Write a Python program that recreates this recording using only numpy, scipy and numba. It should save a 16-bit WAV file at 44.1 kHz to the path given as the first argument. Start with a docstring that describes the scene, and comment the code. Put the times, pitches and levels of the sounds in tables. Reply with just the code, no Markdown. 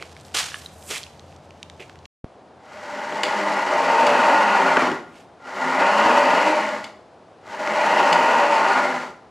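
"""In a garage, someone steps away over gritty concrete, and a loose steel piece clinks. Near 2 s the sound
cuts out briefly and returns with a soft pop. A wooden gantry on linear ball bearings is then pushed
three times along steel rails. Each push speeds up, coasts and brakes; the balls rattle the plywood frame,
and the rails' bending notes glide with the carriage. The first push ends in rebounds on the end stop;
one faint step follows, then the push back and a last push out."""
import sys
import numpy as np
from scipy import signal
from scipy.fft import rfft, irfft
from scipy.io import wavfile
from scipy.ndimage import uniform_filter1d
from numba import njit

SR = 44100
rng = np.random.default_rng(int(sys.argv[2]) if len(sys.argv) > 2 else 0)


def put_to_file(sound):
    """Save the sound as 16-bit audio at rate SR, in the file named by the first command-line argument."""
    columns = np.atleast_2d(sound).T  # one column per channel
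    safe = np.clip(columns, -1, 1)
    whole_steps = np.round(safe * 32767)
    wavfile.write(sys.argv[1], SR, whole_steps.astype(np.int16))


N = 410130
TIME = np.arange(N) / SR

# pushes, left and right in turn: (start [s], speed-up [s], coast [s], braking [s], top level [dB])
PUSHES = [(2.59, 1.46, .75, .215, -16.5), (5.405, .52, .52, .48, -15.5), (7.425, .48, .85, .39, -16.7)]
# the bearings bind in the first push: (time [s], half length [s], speed lost [fraction])
BIND = (3.65, .17, .13)
# modes of the plywood frame and of the steel rods, by carriage place:
# (frequency [Hz], bandwidth [Hz], gain at right [dB], gain at middle [dB], gain at left [dB])
FRAME_MODES = [(509, 40, -1, 0, -2.5), (583, 20, 8, 8.5, 7), (617, 20, 12.5, 6.5, 3.5),
               (670, 51, -1, 1.5, .5), (792, 50, 5.5, 6, 6.5), (845, 49, 8.5, 6, 7),
               (913, 32, 8.5, 13, 8.5), (1000, 74, 1.5, 3.5, 2.5), (1095, 42, 3, 3, 4),
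               (1226, 49, -1, 0, 2), (1446, 50, -2, 2, 2), (1699, 110, -5, -6, -3), (1907, 80, -1, -.5, -1),
               (2109, 196, -7, -10, -9), (2455, 176, -13, -12, -15), (2880, 200, -14, -13, -15),
               (4450, 300, -23, -23, -23)]
ROD_MODES = [(1386, 22, -14, -6, 5.5), (1428, 24, -.5, 0, 4), (1930, 70, -8, -10, -5),
             (2080, 150, -8, -14, -5.5)]
# rail bending modes: (frequency at right [Hz], frequency at left [Hz], bandwidth [Hz], gain [dB])
RAIL_MODES = [(227, 91.5, 9.8, 4), (347, 150.4, 10.3, 6.5), (419.8, 246, 9.8, 6.5), (522, 360, 19, 6)]
# fixed modes: (frequency [Hz], bandwidth [Hz], gain [dB])
BASE_MODES = [(175, 16, -8), (214, 15, 4), (260, 24, 5.5), (310, 16, .5), (372, 30, 1), (442, 24, -1)]  # wooden base under the rails
BEARING_MODES = [(2250, 340, 0), (2950, 200, 2), (3510, 140, 1), (4490, 380, -2), (5000, 400, -5),
                 (6630, 360, -10), (6750, 1050, -7), (9800, 900, -30)]  # bearing struck by a ball
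CLINK_MODES = [(1140, 130, -5), (1700, 130, 0), (2950, 160, -2)]  # loose steel piece, first ring
AFTER_RING_MODES = [(1658, 14, -3), (2934, 12, -8), (3560, 30, -4), (5997, 14, -14), (9450, 18, -4)]  # its thin after-ring
# the carriage jolts the frame, and hits the end stop: (time [s], crack level [dB], boom level [dB])
KNOCKS = [(3.124, -16, -27), (3.233, -12, -26), (4.074, -19, -25), (6.052, -22, -19), (7.674, -10.5, -26),
          (8.127, -20, -23)]
END_STOP = (4.769, -1, -14)
# balls snap in the bearing returns: (time [s], level [dB], relative chatter level [dB])
SNAPS = [(3.233, -9, -14), (4.067, -12, -17), (6.6884, -23, -24), (6.8414, -22.5, -22), (8.1268, -6.5, -21)]
# footsteps: (heel time [s], grit level [dB], rise time [s], thud level [dB], toe lag [s],
# toe gain [dB], settling gain [dB], skid level [dB], toe crunch level [dB])
STEPS = [(0.018, -53, 0.033, -44, .04, -10, -9, -62, -70),
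         (0.346, -21.6, 0.002, -38, .047, -4, -11, -50, -42),
         (0.911, -30.5, 0.013, -35, .048, -8, -18, -37, -35.5),
         (1.8, -53, .003, -39, .028, -2, -20, -74, -61), (5.17, -57, 0.065, -55, .04, -3, -17, -72, -62)]
# a sole brushes the floor: (time [s], level [dB])
SCUFFS = [(0.265, -55), (0.585, -47), (0.65, -50), (0.74, -57), (0.795, -56), (0.855, -49)]
# the steel piece clinks: (time [s], level [dB])
CLINKS = [(0.518, -28), (0.543, -15.5), (0.558, -28)]
# ticks of grit and handling: (time [s], level [dB], frequency [Hz], bandwidth [Hz])
TICKS = [(0.0247, -18.5, 1480, 2500), (0.166, -29.5, 1750, 700), (0.2105, -36, 8000, 5000),
         (0.25, -36, 4800, 2000), (0.392, -13, 3800, 4000), (0.4415, -17, 6000, 5000),
         (0.6606, -25, 3980, 300), (0.8263, -33, 4720, 2500), (0.9042, -20, 7000, 5000),
         (0.9105, -19, 4000, 6000), (0.967, -21, 2400, 2000), (0.9755, -23, 6000, 8000),
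         (0.980, -21, 7000, 8000), (1.0319, -22, 4400, 1710), (1.037, -25, 3800, 1700),
         (1.0658, -34, 2710, 1500), (1.1953, -29, 2880, 1200), (1.3252, -39, 2520, 1500),
         (1.363, -39, 5000, 3000), (1.507, -35, 2350, 2000), (1.629, -23, 2850, 900),
         (1.6295, -25.5, 5500, 1500), (1.699, -27, 3000, 2000), (1.8963, -31, 2040, 900),
         (1.9568, -37, 1900, 1000), (1.9892, -39, 4000, 4000), (2.0552, -27.5, 2800, 2500)]
# spectral envelopes: (frequency [Hz], gain [dB])
BOARD_SPECTRUM = [(60, -38), (130, -35), (200, -16), (300, -6.5), (500, -6.5), (850, -1.5), (1300, -2.5),
                  (2000, -10.5), (2900, -14), (3600, -26), (8000, -57)]  # boards radiating between the modes
STEEL_SPECTRUM = [(800, -42.5), (2000, 1), (2800, 4), (3600, -1), (4500, .3), (6000, -3.5), (7400, -5.5),
                  (9000, -16), (10700, -17), (12800, -28.5), (14000, -45)]  # balls on steel
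CRACK_SPECTRUM = [(150, -20), (350, -4), (900, 4), (1450, 8), (2100, 2), (2900, -4), (3700, -18),
                  (6500, -17), (13000, -55)]  # hard contact of carriage and frame
BOOM_SPECTRUM = [(50, -34), (100, -25), (170, -11), (250, -3), (380, -5), (550, -9.5), (1200, -40),
                 (9000, -80)]  # base on the floor
GRIT_SPECTRUM = [(200, -29.5), (600, -4.5), (1200, 2.5), (2200, 2.5), (3200, 3), (5500, 0.5), (7500, -1.5),
                 (10000, -8.5), (14000, -22)]  # grit under a sole
SKID_SPECTRUM = [(1500, -30), (4000, -12), (7800, 0), (9500, -3), (13000, -10)]  # sliding sole
CLOTH_SPECTRUM = [(900, -18), (1800, -1), (2800, 2), (6500, -3), (9000, -11), (12000, -20)]  # rustling clothes
AIR_SPECTRUM = [(30, -40), (55, -17), (90, -4.5), (150, -8), (215, -6.5), (750, -2.5), (1250, -13),
                (2100, -22), (4500, -29), (10500, -42.5), (12500, -66)]  # room air
DRONE_SPECTRUM = [(40, -26), (62, -25), (76, -5), (88, -2), (106, -14), (140, -6), (190, -10), (400, -24),
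                  (900, -22.5), (2000, -39.5), (12000, -70)]  # low drone
# garage reverberation: (frequency [Hz], time to fall 60 dB [s])
GARAGE_T60 = [(100, 0.9), (700, 0.56), (3000, 0.46), (12000, 0.47)]
# the brief silence: (start [s], end [s])
GAP = (2.061, 2.2445)


def rolling(gain, speed, place):
    """Forced vibration: ball impacts shake frame, boards, rods and rails, more strongly at speed."""
    surge = undb(.8 * wander(40))  # the load shifts between the rows of balls
    frame = unit(placed_modes(rattle(speed), place, FRAME_MODES))
    boards = unit(colour(rattle(speed), BOARD_SPECTRUM))
    wood = undb(-1) * frame + undb(-10.5) * boards
    contacts = impacts(2000 + 7000 * speed, spread_db=2.5)
    # dividing by a power of speed lets metal sound at a crawl and grow less than the wood
    steel = unit(colour(contacts, STEEL_SPECTRUM)) * undb(.9 * wander(60)) / speed ** .37
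    rods = unit(placed_modes(rattle(speed), place, ROD_MODES)) / speed ** .48
    rails = rail_bending(speed, place) / speed ** .2
    whirr = ball_whirr(speed) / speed ** .55
    metal = undb(-18.4) * steel + undb(-15.7) * rods + undb(-14.8) * rails + undb(-17.8) * whirr
    return gain * surge * (wood + metal)


def motion(db_per_decade=26, coast_keep=.87, inertia_s=.08):
    """A power law links rolling gain to speed; returns gain, speed (0-1) and place (0 right, 1 left)."""
    top_db = max(push[-1] for push in PUSHES)
    bind_s, bind_half_s, bind_loss = BIND
    binding = 1 - bind_loss * np.exp(-((TIME - bind_s) / bind_half_s) ** 2)
    speed, place = 0, 0
    for k, (start, speed_up, coast, brake, db) in enumerate(PUSHES):
        corners = start + np.cumsum([0, speed_up, coast, brake])
        pace = np.interp(TIME, corners, [0, 1, coast_keep, 0]) * binding  # friction slows the coasting
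        pace = uniform_filter1d(pace, size=int(inertia_s * SR))  # the gantry's mass smooths each change
        speed = speed + pace * 10 ** ((db - top_db) / db_per_decade)
        place = place + (-1) ** k * np.cumsum(pace) / np.sum(pace)
    speed = np.maximum(speed, 1e-5)
    return undb(top_db + db_per_decade * np.log10(speed)), speed, place


def rattle(speed, soft_hz=750, brighten=.056):
    """Contact time sets bandwidth: faster balls collide more often, more briefly and so more brightly."""
    hits = impacts(1500 + 6000 * speed, spread_db=1.8)
    dull = signal.lfilter(*signal.butter(1, soft_hz, fs=SR), hits)
    return dull + speed ** brighten * (hits - dull)


def rail_bending(speed, place, direct_db=-5):
    """Bending modes glide in pitch as the carriage travels; the wooden base radiates them."""
    bumps = rattle(speed)
    notes = sum(undb(db) * glide(bumps, right + (left - right) * place, float(width))
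                for right, left, width, db in RAIL_MODES)
    band = signal.butter(8, [160, 540], "band", fs=SR, output="sos")
    drive = signal.sosfilt(band, notes + undb(direct_db) * bumps)
    # the base rocks on the floor, so each of its modes swells and fades by itself
    return unit(sum(undb(db + 2 * wander(6)) * ring(drive, hz, width) for hz, width, db in BASE_MODES))


def ball_whirr(speed, rest_hz=1200, span_hz=1600, width_hz=400.):
    """Band-limited impact noise: the circulating balls rasp higher with speed."""
    hz = (rest_hz + span_hz * speed) * (1 + .045 * wander(9))
    rasp = glide(rattle(speed), hz, width_hz)
    return unit(glide(rasp, hz, 2 * width_hz))


def knocks(place):
    """Impulse response: each jolt cracks and rings the frame, and the base booms on the floor."""
    out = np.zeros(N)
    for s, crack_db, boom_db in [*KNOCKS, *rebounds()]:
        blow = burst(decay_s=.0026)
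        frame = placed_modes(blow, place[int(s * SR)], FRAME_MODES)
        add(out, s, frame + undb(-2) * colour(blow, CRACK_SPECTRUM), crack_db)
        add(out, s, colour(burst(decay_s=.019), BOOM_SPECTRUM), boom_db)
    return out


def rebounds(hits=4, first_gap_s=.053, shrink=.92, crack_loss_db=6, boom_loss_db=2):
    """Inelastic collision: each rebound on the end stop comes sooner and weaker; rows as in KNOCKS."""
    s, crack_db, boom_db = END_STOP
    gaps = first_gap_s * shrink ** np.arange(hits - 1)
    times = s + np.cumsum([0, *gaps])
    return [(at, crack_db - k * crack_loss_db, boom_db - k * boom_loss_db) for k, at in enumerate(times)]


def snaps():
    """Sudden release: a jammed ball snaps free and rings the bearing; its neighbours chatter briefly."""
    out = np.zeros(N)
    jostle = impacts(1100, spread_db=3)
    for s, db, chatter_db in SNAPS:
        tail = burst(decay_s=.05)
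        chatter = tail * jostle[int(s * SR):][:len(tail)]
        blow = burst(decay_s=.0054) + undb(chatter_db) * chatter
        add(out, s, body(ring(blow, hz=3600, width=7000), BEARING_MODES), db)
    return out


def footsteps(rustle_db=-64.5):
    """Friction and impact: soles skid, grit crunches under heel and toe over a thud; clothes rustle."""
    drag, weight, slide, crush = np.zeros((4, N))
    for s, db, rise_s, thud_db, toe_s, toe_db, settle_db, skid_db, crunch_db in STEPS:
        heel = swell(s, rise_s, fall_s=.034)
        toe = swell(s + toe_s, rise_s=.026, fall_s=.026) * (TIME > s)
        settle = swell(s + toe_s, rise_s=.026, fall_s=.12) * (TIME > s)
        drag += undb(db) * (heel + undb(toe_db) * toe + undb(settle_db) * settle)
        weight += undb(thud_db) * swell(s, rise_s, fall_s=.026)
        slide += undb(skid_db) * (swell(s, 2.5 * rise_s, fall_s=.04) + undb(toe_db) * toe)
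        crush += undb(crunch_db) * toe
    slide += sum(undb(db) * swell(s, rise_s=.022, fall_s=.022) for s, db in SCUFFS)
    # the sole catches and slips, so the grit comes in clumps
    grit = unit(colour(impacts(8000, spread_db=4) * undb(1.5 * wander(160)), GRIT_SPECTRUM))
    skid = unit(colour(impacts(3500, spread_db=4.5), SKID_SPECTRUM))
    thud = unit(ring(ring(rng.standard_normal(N), hz=406, width=190), hz=400, width=400))
    crunch = unit(ring(ring(impacts(1600, spread_db=5), hz=2200, width=900), hz=2700, width=1600))
    cloth = unit(colour(impacts(4000, spread_db=5), CLOTH_SPECTRUM))
    rustle = undb(rustle_db + 2 * wander(15.2)) * cloth * (TIME < GAP[0])
    return drag * grit + slide * skid + weight * thud + (crush + weight) * crunch + rustle


def crackle(level_db=-53.5, recede_db_per_s=9):
    """Level falls with distance: loose grit cracks under the shoes, fainter as the walker moves away."""
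    grains = impacts(1100, spread_db=6) * undb(2.6 * wander(25))
    fade = undb(level_db - recede_db_per_s * TIME) * (TIME < GAP[0])
    return unit(colour(grains, GRIT_SPECTRUM)) * fade


def clinks(after_ring_db=-16):
    """Free vibration: a tapped steel piece rings briefly, and its lightly damped modes linger."""
    out = np.zeros(N)
    tap = signal.unit_impulse(16384)
    for s, db in CLINKS:
        add(out, s, body(ring(tap, hz=2000, width=2000), CLINK_MODES), db)
        add(out, s, body(tap, AFTER_RING_MODES), db + after_ring_db)
    return out


def ticks(edge_db=-22):
    """Impulsive excitation: each small crack of grit or handling rings one resonance."""
    out = np.zeros(N)
    for s, db, hz, width in TICKS:
        crack = colour(burst(decay_s=.0012), GRIT_SPECTRUM)
        add(out, s, ring(crack, hz, width) + undb(edge_db) * crack, db)
    return out


def garage(x, wet_db, place=0, side_db=-20):
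    """Direct plus reverberant field: the echoes change with place; left and right differ most in treble."""
    turn = 2 * np.pi * place
    wet = echoes(x * np.cos(turn)) + echoes(x * np.sin(turn))
    side = undb(side_db) * colour(echoes(x), [(500, -8), (2000, .5)])
    return (x + undb(wet_db) * wet + np.outer([1, -1], side)) / np.sqrt(1 + undb(2 * wet_db))


def echoes(x, size=32768, delay_s=.0058):
    """Diffuse reverberation: convolution with noise that decays exponentially, slowest in the bass."""
    hz, times, cells = signal.stft(rng.standard_normal(size), SR)
    decay = np.exp(-np.log(1000) * times / on_log(hz, GARAGE_T60)[:, None])
    onset = np.clip(np.arange(size) / SR / delay_s - 1, 0, 1)
    tail = signal.istft(cells * decay, SR)[1][:size] * onset
    return signal.oaconvolve(x, tail / np.linalg.norm(tail))[:N]


def background(air_db=-48.5, side_db=-17, drone_db=-51.5, hum_hz=84, hum_db=-55):
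    """Stationary noise: soft air throughout, with a low drone and a wavering hum until the silence."""
    mid, side = (unit(colour(rng.standard_normal(N), AIR_SPECTRUM)) for _ in range(2))
    air = undb(air_db) * (mid + undb(side_db) * np.outer([1, -1], side))
    hum_phase = 2 * np.pi * np.cumsum(hum_hz + 3 * wander(12)) / SR
    hum = undb(hum_db) * unit(np.sin(hum_phase))
    drone = undb(drone_db) * unit(colour(rng.standard_normal(N), DRONE_SPECTRUM))
    return air + (drone + hum) * (TIME < GAP[0])


def placed_modes(x, place, modes):
    """Modal coupling: how strongly each mode is driven depends on where the carriage stands."""
    weights = [np.interp(place, [0, .5, 1], corner) for corner in np.eye(3)]
    out = 0
    for k, (hz, width, *dbs) in enumerate(modes):
        coupling = sum(undb(db) * weight for db, weight in zip(dbs, weights))
        out = out + (-1) ** k * ring(x, hz, width) * coupling
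    return out


def body(x, modes):
    """Modal superposition, with neighbouring modes in opposite phase."""
    return sum((-1) ** k * undb(db) * ring(x, hz, width) for k, (hz, width, db) in enumerate(modes))


def ring(x, hz, width):
    """A damped resonance with gain 1 at its centre."""
    return signal.lfilter(*signal.iirpeak(hz, hz / width, fs=SR), x + 1e-18)


@njit
def glide(x, hz, width):
    """A time-varying resonance: a state-variable filter retuned every sample."""
    out, band_state, low_state = np.empty(len(x)), 0., 0.
    for i in range(len(x)):
        tuning, damping = np.tan(np.pi * hz[i] / SR), width / hz[i]
        band = (band_state + tuning * (x[i] - low_state)) / (1 + tuning * (tuning + damping))
        band_state = 2 * band - band_state
        low_state += 2 * tuning * band
        out[i] = damping * band
    return out


def colour(x, points, size=4096):
    """Minimum-phase filtering to a (frequency [Hz], gain [dB]) envelope."""
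    hz = np.arange(size // 2 + 1) * SR / size
    cepstrum = irfft(np.log(undb(on_log(hz, points))))
    cepstrum[1:size // 2] *= 2
    cepstrum[size // 2 + 1:] = 0
    return signal.oaconvolve(x, irfft(np.exp(rfft(cepstrum))))[:len(x)]


def impacts(per_s, spread_db):
    """Shot noise: tiny random contacts of uneven size, rms near 1."""
    chance = np.clip(per_s / SR, 1e-5, 1)
    sizes = unit(undb(spread_db * np.clip(rng.standard_normal(N), -2, 2)))
    signs = rng.choice([-1, 1], N)
    return (rng.random(N) < chance) * sizes * signs / np.sqrt(chance)


def burst(decay_s, size=16384):
    """Exponentially decaying noise: one rough contact."""
    return rng.standard_normal(size) * np.exp(-np.arange(size) / SR / decay_s)


def swell(s, rise_s, fall_s):
    """Exponential growth to 1 at time s, then exponential decay."""
    return np.exp(np.minimum((TIME - s) / rise_s, (s - TIME) / fall_s).clip(-40, 0))


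def wander(per_s):
    """Random modulation by interpolated noise, spread near 1."""
    knots = rng.standard_normal(4096)
    return 1.2 * np.interp(TIME * per_s, np.arange(len(knots)), knots)


def on_log(hz, points):
    """Interpolation of (frequency [Hz], value) points on a logarithmic frequency axis."""
    frequencies, values = np.transpose(points)
    return np.interp(np.log(hz + 1), np.log(frequencies), values)


def add(out, s, x, db):
    """Superposition of x on out at time s, with peak level db."""
    i = max(int(s * SR), 0)
    out[i:i + len(x)] += (x * undb(db) / np.abs(x).max())[:N - i]


def pan(x, left_db):
    """A level difference leans a stereo pair to the left."""
    return x * undb(np.array([[left_db], [-left_db]]) / 2)


def undb(db):
    """Decibels to amplitude ratio."""
    return 10 ** (np.asarray(db) / 20)


def unit(x):
    """Normalisation to rms 1."""
    return x / np.sqrt(np.mean(x ** 2))


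def scene():
    """Superposition in the garage: the gantry slightly left, the steps close by and slightly right."""
    gain, speed, place = motion()
    gantry = garage(rolling(gain, speed, place) + knocks(place) + snaps(), wet_db=-8.5, place=place)
    steps = garage(footsteps() + crackle() + clinks() + ticks(), wet_db=-17.5)
    return pan(gantry + background(), left_db=.8) + pan(steps, left_db=-2)


def record(dry, pop_db=-17, pop_s=.00068, recover_s=.0027, top_hz=13800):
    """Gating and band limiting: a brief silence ends in a soft pop, and the top treble is cut."""
    since = np.arange(2048) / SR - .01
    spike = np.exp(-np.abs(since) / pop_s)
    recovery = signal.butter(1, 1 / (2 * np.pi * recover_s), "high", fs=SR)  # the spike swings back
    pop = np.zeros(N)
    add(pop, GAP[1] + since[0], signal.lfilter(*recovery, spike), pop_db)
    rounded = dry / (1 + np.abs(dry / .92) ** 8) ** (1 / 8)  # only the highest peaks saturate
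    audible = (TIME < GAP[0]) | (TIME > GAP[1])
    lowpass = signal.ellip(8, .2, 70, top_hz, fs=SR, output="sos")
    return signal.sosfilt(lowpass, rounded * audible + pop)


dry = scene()
out = record(dry)
put_to_file(out)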